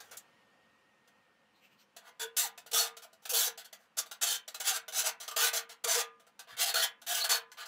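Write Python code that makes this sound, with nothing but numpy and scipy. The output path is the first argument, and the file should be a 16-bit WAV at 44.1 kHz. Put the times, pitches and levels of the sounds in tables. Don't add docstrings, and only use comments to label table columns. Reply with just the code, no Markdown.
import sys
import numpy as np
from scipy import signal
from scipy.fft import rfft, irfft, next_fast_len
from scipy.io import wavfile
from scipy.ndimage import uniform_filter1d, map_coordinates

SR = 44100
rng = np.random.default_rng(int(sys.argv[2]) if len(sys.argv) > 2 else 0)


def output_pcm(signal):
    pcm = np.clip(np.atleast_2d(signal).T, -1, 1) * 32767
    wavfile.write(sys.argv[1], SR, np.round(pcm).astype(np.int16))


N = 338247


# f/Hz, level/dB per Hz (only the shape counts)
AIR_COLOUR = [(18, -71.5), (30, -32), (81, -14.5), (202, -6), (420, -9), (546, -0.5), (622, -14),
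              (673, -5.5), (1360, -7), (1820, -11), (2360, -11), (3070, -11), (3320, -16), (15500, -36)]
AIR_DB = -70
# t/s, level/dB
AIR_EASING = [(0, 7.5), (.6, 1.5), (1.4, 0.5), (4, -2), (7.67, -2.5)]
# f/Hz, width/Hz, level/dB
DRONE_BAND = [(217, 60, 0)]
# t/s, level/dB
WHINE_LEVEL = [(0, -71), (1.2, -74.5), (2, -82.5), (7.67, -85.5)]
# f/Hz, time to fall by 60 dB/s
WALL_FADE = [(200, 0.13), (1200, 0.24), (2300, 0.26), (3400, 0.17), (4800, 0.12), (8000, 0.098),
             (15000, 0.094)]
# t/s, level/dB
THUMPS = [(.165, -75), (2.735, -69), (4.23, -71), (5.55, -78), (5.849, -70), (6.53, -65), (7.29, -70)]
# f/Hz, level/dB per Hz (only the shape counts)
THUMP_COLOUR = [(15, -21), (50, -13), (100, -4.5), (250, -10.5), (500, -28.0), (1500, -88.5)]
# t/s, length/s, centre f/Hz, level/dB
SLEEVE_SWISHES = [(1.574, .062, 4030, -74.5), (1.65, 0.063, 2610, -65.5), (1.73, .052, 2720, -70.5),
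                  (1.813, 0.047, 2880, -73), (1.806, .05, 4300, -72), (1.82, .05, 5670, -74)]
# f/Hz, level/dB per Hz (only the shape counts)
CLOTH_COLOUR = [(1200, -40), (2300, 5), (3500, -2), (8000, -7.5), (10500, -19), (14000, -4), (15500, -13)]

# f/Hz, level/dB per Hz (only the shape counts)
RASP_COLOUR = [(190, -58.5), (330, -26), (400, -38), (470, -0.5), (580, -25.5), (670, -1.5), (1070, -9),
               (1180, -6.5), (1480, -1.5), (1940, -4.5), (2400, -6.5), (2800, -2), (4410, 0), (5270, -6),
               (6290, -5), (9110, -10), (15500, -10.5)]
# f/Hz, width/Hz, level/dB
BENDING_MODES = [(482, 39, 1.5), (675, 65, 3.5), (1190, 34, -4), (1504, 230, -4)]
# f/Hz, width/Hz, level/dB
EDGE_MODES = [(3320, 970, -4), (4060, 62, -8), (4460, 44, -4), (4950, 400, -10.5), (5740, 25, -3.5),
              (5950, 190, -4.5), (6300, 79, 0), (7025, 81, 2), (7560, 190, 0), (9980, 290, 0),
              (10300, 94, -31.5), (12300, 45, -23.5), (12400, 44, -4)]
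# f/Hz, level/dB, time to fall by 60 dB/s
RING_MODES = [(460.4, -3, 0.4), (662.7, -3, 0.22), (948, -4.5, 0.4), (1012, -2.5, 0.53), (1215, 0, 0.54),
              (1410, -4.5, 0.26), (1513, -4, 0.2), (1690, -8.5, 0.41), (1965, -6, 0.33), (2110, -9, 0.35),
              (2530, -10.5, .2), (2700, -9.5, .2), (3450, -4.5, .17)]
# t/s, length/s, first f/Hz, last f/Hz, level/dB
JUDDERS = [(2.217, 0.052, 480, 445, -46.5), (2.425, 0.054, 1010, 670, -42), (2.726, 0.024, 500, 450, -44),
           (2.844, 0.035, 857, 636.5, -47), (3.316, 0.047, 517, 456.2, -38.5),
           (3.469, 0.025, 491, 470, -44), (3.034, .04, 700, 660, -54), (4.696, 0.061, 815, 682, -44),
           (5.035, 0.0576, 722, 650, -46), (5.41, 0.064, 484, 480, -43.5), (5.851, .034, 484.6, 454.5, -38),
           (5.95, 0.057, 480.7, 470.7, -34), (7.09, .054, 683.7, 724.3, -41.5)]
# t/s, length/s, name of the note, level/dB
SQUEALS = [(2.195, 0.058, "edge", -43.5), (2.74, .045, "edge", -35), (2.754, .026, "low", -36),
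           (2.78, .04, "keen", -32.5), (3.338, .03, "edge", -36), (3.355, 0.046, "keen", -35),
           (3.4, 0.038, "edge", -34), (4.267, 0.058, "keen", -39.5), (4.277, 0.092, "hollow", -40.5),
           (4.96, 0.054, "shrill", -42), (5.28, .02, "low", -44.5), (5.311, 0.021, "low", -43),
           (5.366, .05, "low", -38.5), (5.42, 0.03, "body", -32.5), (5.851, 0.023, "low", -43),
           (5.89, 0.048, "shrill", -34), (5.986, 0.039, "edge", -44), (6.609, .032, "reedy", -39),
           (6.67, 0.05, "keen", -38), (6.738, 0.069, "body", -34.5), (6.742, 0.073, "keen", -33),
           (6.819, 0.02, "hollow", -38), (7.197, .074, "keen", -35.5), (7.206, 0.034, "thin", -33.5),
           (7.298, 0.067, "keen", -32)]
SQUEAL_HZ = {"low": 1233, "body": 1498, "reedy": 2780, "hollow": 3110, "edge": 3465, "thin": 4130, "keen":
             4400, "shrill": 6130}
# t/s, level/dB
TAPS = [(0.0014, -38.5), (1.075, -54), (1.964, -36.5), (2.5765, -36), (2.6615, -39), (2.9673, -35),
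        (3.1287, -48.5), (3.2526, -30), (3.7271, -35.5), (4.0587, -42), (4.112, -29.5), (4.4777, -30),
        (4.5436, -27.5), (4.6027, -26), (4.8805, -30.5), (5.2778, -26.5), (5.3106, -32.5), (5.532, -26),
        (6.1968, -51.5), (6.2663, -51.5), (6.3917, -33.5), (7.016, -41.5), (7.5162, -40.5), (7.6559, -37.5)]
# f/Hz, width/Hz, level/dB
TAP_FLEX = [(657, 70, 0.5)]
# t/s, length/s, time to full pressure/s, hiss level at full pressure/dB,
# how much lighter at the start/dB, how much lighter at the end/dB,
# bite (middle) level against hiss/dB, body (low) level against hiss/dB
STROKES = [ (0.039, 0.064, .028, -70.5, -7, 0, -3, -6), (0.11, 0.053, .014, -53, -6, 21, -4, 1),
           (0.168, .018, 0.0045, -44, 0, 8, -10.5, -25), (2.009, 0.085, .068, -63, 27.5, -0.5, 2.5, 5.5),
           (2.195, 0.055, .035, -40, 2, 13, -3.5, -3.5), (2.365, 0.11, .004, -26, 2.5, 16.5, -7, -14),
           (2.712, .013, .006, -36.5, 3, 15, -1.5, -10), (2.729, .155, .05, -27.5, 3.5, 22, -5.5, -12),
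           (3.018, .037, .02, -53, 3.5, 7, -1, -4), (3.219, .03, .025, -63, 8, 6, -2, -5),
           (3.291, 0.033, .008, -33, 2, 5.5, -6.5, -14.5), (3.332, 0.15, .055, -29, 3, 7, -5, -12.5),
           (3.574, .049, .006, -47.5, -3, 14, 0.5, -4.5), (3.643, .026, .014, -54.5, 0, 11, 1, -5),
           (3.787, .09, 0.026, -72.5, 3.5, 14, -2, 5), (3.968, .04, 0.021, -28, 17.5, 9, -8, -14),
           (4.211, 0.044, .024, -26, 8, 11, -6, -11), (4.256, 0.11, .06, -31, 2.5, 7.5, -4, -11.5),
           (4.598, 0.033, .004, -35, 3, 11, -24, -7.5), (4.635, 0.092, .05, -27, 18.5, 12, -5, -11),
           (4.727, 0.054, .035, -35.5, 4.5, 11, -4, -5), (4.921, 0.11, .066, -27, 19, 15, -7, -12.5),
           (5.037, 0.063, .035, -27, 14.5, 15, -6.5, -8), (5.2, 0.077, .004, -43.5, -8, 21.5, -2.5, -5),
           (5.361, 0.13, .085, -28.5, 4.5, 8, -2, -6.5), (5.529, 0.068, .04, -31, 5, 13.5, -4.5, -7),
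           (5.691, .039, .015, -53.5, -5, 0.5, 1, 0), (5.838, .018, .01, -31, 5, 6.5, -5.5, -8.5),
           (5.869, 0.15, .045, -28.5, 7, 5, -5.5, -7.5), (6.47, .08, 0.031, -59.5, 15, 9, 7, 8.5),
           (6.566, 0.081, .05, -29, 22.5, 3, -1.5, -8.5), (6.656, .068, .04, -35, 1.5, 16, 1, -4),
           (6.739, 0.071, .01, -33.5, -4, 3.5, 0.5, -3.5), (6.812, 0.048, .026, -29.5, 5.5, 18, 0, -6),
           (7.064, 0.16, .075, -33, 7, 7.5, -1.5, -8), (7.237, 0.037, .014, -34.5, 1, 17, 1, -2),
           (7.29, 0.092, .025, -28, 4.5, 17, -2, -5), (7.569, 0.098, .046, -53, 7.5, 24, 7.5, 5.5), ]
# t/s, level/dB
TREBLE_LEVEL = [(2.8, 1), (3.4, 3.5), (4, -2.5), (5, -2), (5.45, 1), (5.95, -4), (6.65, 1.5), (7.3, 2)]
# t/s, level/dB
DEPTH_LEVEL = [(2.2, 2.5), (2.4, -4), (3, 3.5), (3.5, 2), (4.2, -2), (4.7, -2.5), (5.4, 0), (6, -0.5),
               (6.7, -2.5), (7.3, -1)]

SWELL_SHAPE, EASE_SHAPE = 1.06, 1.52
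BITE_FOLLOWS, BODY_FOLLOWS = 0.73, 0.51
TAP_T60_S = 0.08
FIRM_TAP_DB = -35.5
TOP_HZ = 15680


def amp(db):
    return 10 ** (np.asarray(db) / 20)


def unit(x):
    return x / np.sqrt(np.mean(x ** 2) + 1e-20)


def steady(x):
    return x / np.sqrt(np.abs(uniform_filter1d(x ** 2, SR // 40)) + 1e-12)


def clock():
    return np.arange(N) / SR


def over_time(points):
    return np.interp(clock(), *np.transpose(points))


def along(points, hz):
    f, v = np.transpose(points)
    return np.interp(np.log(hz + 1), np.log(f + 1), v)


def wobble(rate):
    points = rng.standard_normal(int(N * rate / SR) + 4)
    return map_coordinates(points, [np.arange(N) * rate / SR])


def filtered(x, response):
    size = next_fast_len(N + SR // 2)
    hz = np.fft.rfftfreq(size, 1 / SR)
    return irfft(rfft(x, size) * response(hz), size)[:N]


def under(hz, edge_hz):
    return 1 / (1 + (hz / edge_hz) ** 16)


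def noise(colour):
    return unit(filtered(rng.standard_normal(N), lambda hz: amp(along(colour, hz))))


def resonance(modes, hz):
    return sum(amp(db) * 1j * hz * width / (centre * centre - hz * hz + 1j * hz * width)
               for centre, width, db in modes)


def patchy(x, depth_db, size=6):
    z = signal.stft(x, nperseg=1024)[2]
    field = uniform_filter1d(rng.standard_normal(z.shape), size, axis=0)
    field = uniform_filter1d(field, size, axis=1)
    return signal.istft(z * amp(depth_db * unit(field)), nperseg=1024)[1][:N]


def background(whine_hz, air_db, hum_db):
    air_level = AIR_DB + air_db + over_time(AIR_EASING) + 0.33 * wobble(5.3)
    air = amp(air_level) * patchy(noise(AIR_COLOUR), depth_db=1.6)
    drone = unit(filtered(rng.standard_normal(N), lambda hz: resonance(DRONE_BAND, hz) ** 2))
    phase = 2 * np.pi * np.cumsum(whine_hz + 24 * wobble(60)) / SR
    whine = amp(over_time(WHINE_LEVEL) + 1.1 * wobble(10.0)) * np.sin(phase)
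    return air + amp(hum_db) * drone + whine


def kitchen(x, count=12):
    t, out = clock(), np.zeros(N)
    step = t[-1] / (count - 1)
    for k in range(count):
        hz, age, z = signal.stft(rng.standard_normal(SR // 2), SR, nperseg=256)
        fade = amp(-60 * age / along(WALL_FADE, hz)[:, None])
        tail = signal.istft(z * fade, SR, nperseg=256)[1]
        tail = np.pad(tail, (SR // 300, 0))
        share = np.maximum(1 - np.abs(t / step - k), 0)
        out += signal.oaconvolve(x * share, tail / np.linalg.norm(tail))[:N]
    return out


def counter(t60):
    t, push = clock(), np.zeros(N)
    for s, db in THUMPS:
        fall_s = np.where(t > s, t60, .04)
        push += amp(db - 60 * np.abs(t - s) / fall_s)
    return push * noise(THUMP_COLOUR)


def sleeve(width_hz, hiss_db):
    t, out = clock(), np.zeros(N)
    hiss = amp(hiss_db) * noise(CLOTH_COLOUR)
    for s, length, centre_hz, db in SLEEVE_SWISHES:
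        band = lambda hz: np.exp(-((hz - centre_hz) / width_hz) ** 2)
        swish = unit(filtered(rng.standard_normal(N), band))
        swell = np.exp(-(2 * (t - s) / length) ** 2)
        out += amp(db) * swell * (swish + hiss)
    return out


def after_ring(x):
    t = np.arange(SR // 2) / SR
    ring = sum(amp(db - 60 * t / t60) * np.sin(2 * np.pi * hz * t) for hz, db, t60 in RING_MODES)
    return signal.fftconvolve(x, ring / np.linalg.norm(ring))[:N]


def judder(waver, overtone_db):
    t, out = clock(), np.zeros(N)
    drift = 1 + waver * wobble(150)
    for s, length, first_hz, last_hz, db in JUDDERS:
        on = (t > s) & (t < s + length)
        u = (t[on] - s) / length
        glide_hz = (first_hz + (last_hz - first_hz) * u) * drift[on]
        phase = 2 * np.pi * np.cumsum(glide_hz) / SR
        tone = np.sin(phase) + amp(overtone_db) * np.sin(2 * phase)
        out[on] += amp(db) * np.sin(np.pi * u) * tone
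    return out


def squeals(waver, flutter_db, squeal_db):
    t, out = clock(), np.zeros(N)
    jolts_hz = waver * wobble(500)
    size = amp(squeal_db + flutter_db * wobble(250))
    for s, length, mode, db in SQUEALS:
        on = (t > s) & (t < s + length)
        swell = np.sqrt(np.abs(np.sin(np.pi * (t[on] - s) / length)))
        phase = 2 * np.pi * np.cumsum(SQUEAL_HZ[mode] + jolts_hz[on]) / SR
        out[on] += amp(db) * swell * size[on] * np.sin(phase)
    return out


def teeth(slow_hz, fast_hz, scatter, size_db, grit):
    t, speed = clock(), np.zeros(N)
    for start, length, *_ in STROKES:
        speed += np.sin(np.pi * np.clip((t - start) / length, 0, 1))
    rate = (slow_hz + fast_hz * speed) * np.exp(scatter * wobble(700))
    clicks = np.diff(np.floor(np.cumsum(rate) / SR), prepend=0)
    catches = clicks * amp(size_db * rng.standard_normal(N))
    puff_fade = np.exp(-1 / (0.00071 * SR))
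    puffs = signal.lfilter([1], [1, -puff_fade], catches) * rng.standard_normal(N)
    return unit((unit(catches) + grit * unit(puffs)) / np.sqrt(rate))


def steel(drive, bending_db, edge_db):
    def colour(hz):
        bending = amp(bending_db) * resonance(BENDING_MODES, hz)
        edge = amp(edge_db) * resonance(EDGE_MODES, hz)
        return amp(along(RASP_COLOUR, hz)) * (1 + bending + edge)

    spread = lambda hz: np.exp(-2j * np.pi * np.sqrt(hz) / 7)
    shifting = patchy(drive, depth_db=2.5)
    sound = filtered(shifting, lambda hz: colour(hz) * spread(hz))
    hiss = filtered(sound, lambda hz: 1 - under(hz, 5200))
    bite = filtered(sound, lambda hz: under(hz, 5200) - under(hz, 2400))
    body = filtered(sound, lambda hz: under(hz, 2400) - under(hz, 370))
    return steady(hiss), steady(bite), steady(body)


def taps(attack, tap_db, bite_db, body_db, dulling):
    drive = teeth(slow_hz=880, fast_hz=301.4, scatter=.4, size_db=0.5, grit=6.3)
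    hiss, bite, body = steel(drive, bending_db=0.5, edge_db=-2.5)
    body = steady(filtered(body, lambda hz: 1 + resonance(TAP_FLEX, hz)))
    out = np.zeros(N)
    for s, db in TAPS:
        on = slice(int(s * SR), int(s * SR) + SR // 4)
        t = np.arange(len(out[on])) / SR
        blow = amp(db + tap_db - 60 * t / TAP_T60_S) * (1 - np.exp(-t / attack))
        body_gain = amp(body_db + dulling * (FIRM_TAP_DB - db))
        out[on] += blow * (hiss[on] + amp(bite_db) * bite[on] + body_gain * body[on])
    return out


def pressure(age, length, crest, entry_db, exit_db):
    building = np.clip(1 - age / max(crest, 1e-3), 0, 1)
    easing = np.clip((age - crest) / max(length - crest, 1e-3), 0, 1)
    return -entry_db * building ** SWELL_SHAPE - exit_db * easing ** EASE_SHAPE


def strokes(attack, release, chatter_db, hiss_db, bite_db, body_db):
    drive = teeth(slow_hz=449.9, fast_hz=905.0, scatter=.25, size_db=-0.5, grit=2.3)
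    hiss, bite, body = steel(drive, bending_db=-2.0, edge_db=-1.0)
    t, out = clock(), np.zeros(N)
    treble = filtered(hiss, lambda hz: 1 - under(hz, 10000))
    hiss = hiss + (amp(over_time(TREBLE_LEVEL)) - 1) * treble
    low = filtered(body, lambda hz: under(hz, 1100))
    body = body + (amp(over_time(DEPTH_LEVEL)) - 1) * low
    for start, length, crest, db, entry_db, exit_db, edge_db, blade_db in STROKES:
        on = slice(int(start * SR), int((start + length + .05) * SR))
        age = t[on] - start
        press_db = pressure(age, length, crest, entry_db, exit_db)
        touch = np.clip(age / attack, 0, 1) * np.exp(-np.maximum(age - length, 0) / release)
        stroke = amp(hiss_db + press_db) * hiss[on]
        stroke += amp(bite_db + edge_db + BITE_FOLLOWS * press_db) * bite[on]
        stroke += amp(body_db + blade_db + BODY_FOLLOWS * press_db) * body[on]
        out[on] += touch * amp(db) * stroke
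    return out * amp(chatter_db * wobble(110))


def scene():
    rasp = strokes(attack=0.0047, release=0.0039, chatter_db=1.16, hiss_db=-1.0, bite_db=-4, body_db=-3)
    rasp = rasp + taps(attack=0.0026, tap_db=-8.5, bite_db=-3.0, body_db=-4.0, dulling=0.31)
    rasp = rasp + judder(waver=0.022, overtone_db=-17.5)
    rasp = rasp + squeals(waver=82, flutter_db=2.5, squeal_db=1.5)
    direct = rasp + amp(-21.0) * after_ring(rasp)
    quiet = counter(t60=.15) + sleeve(width_hz=510, hiss_db=-3.5)
    quiet = quiet + background(whine_hz=1850, air_db=-1.5, hum_db=-84)
    return (direct + amp(-3.5) * kitchen(direct) + quiet)[None]


def record(dry):
    return filtered(dry[0], lambda hz: 1 / (1 + (hz / TOP_HZ) ** 300))[None]


dry = scene()
out = record(dry)
output_pcm(out)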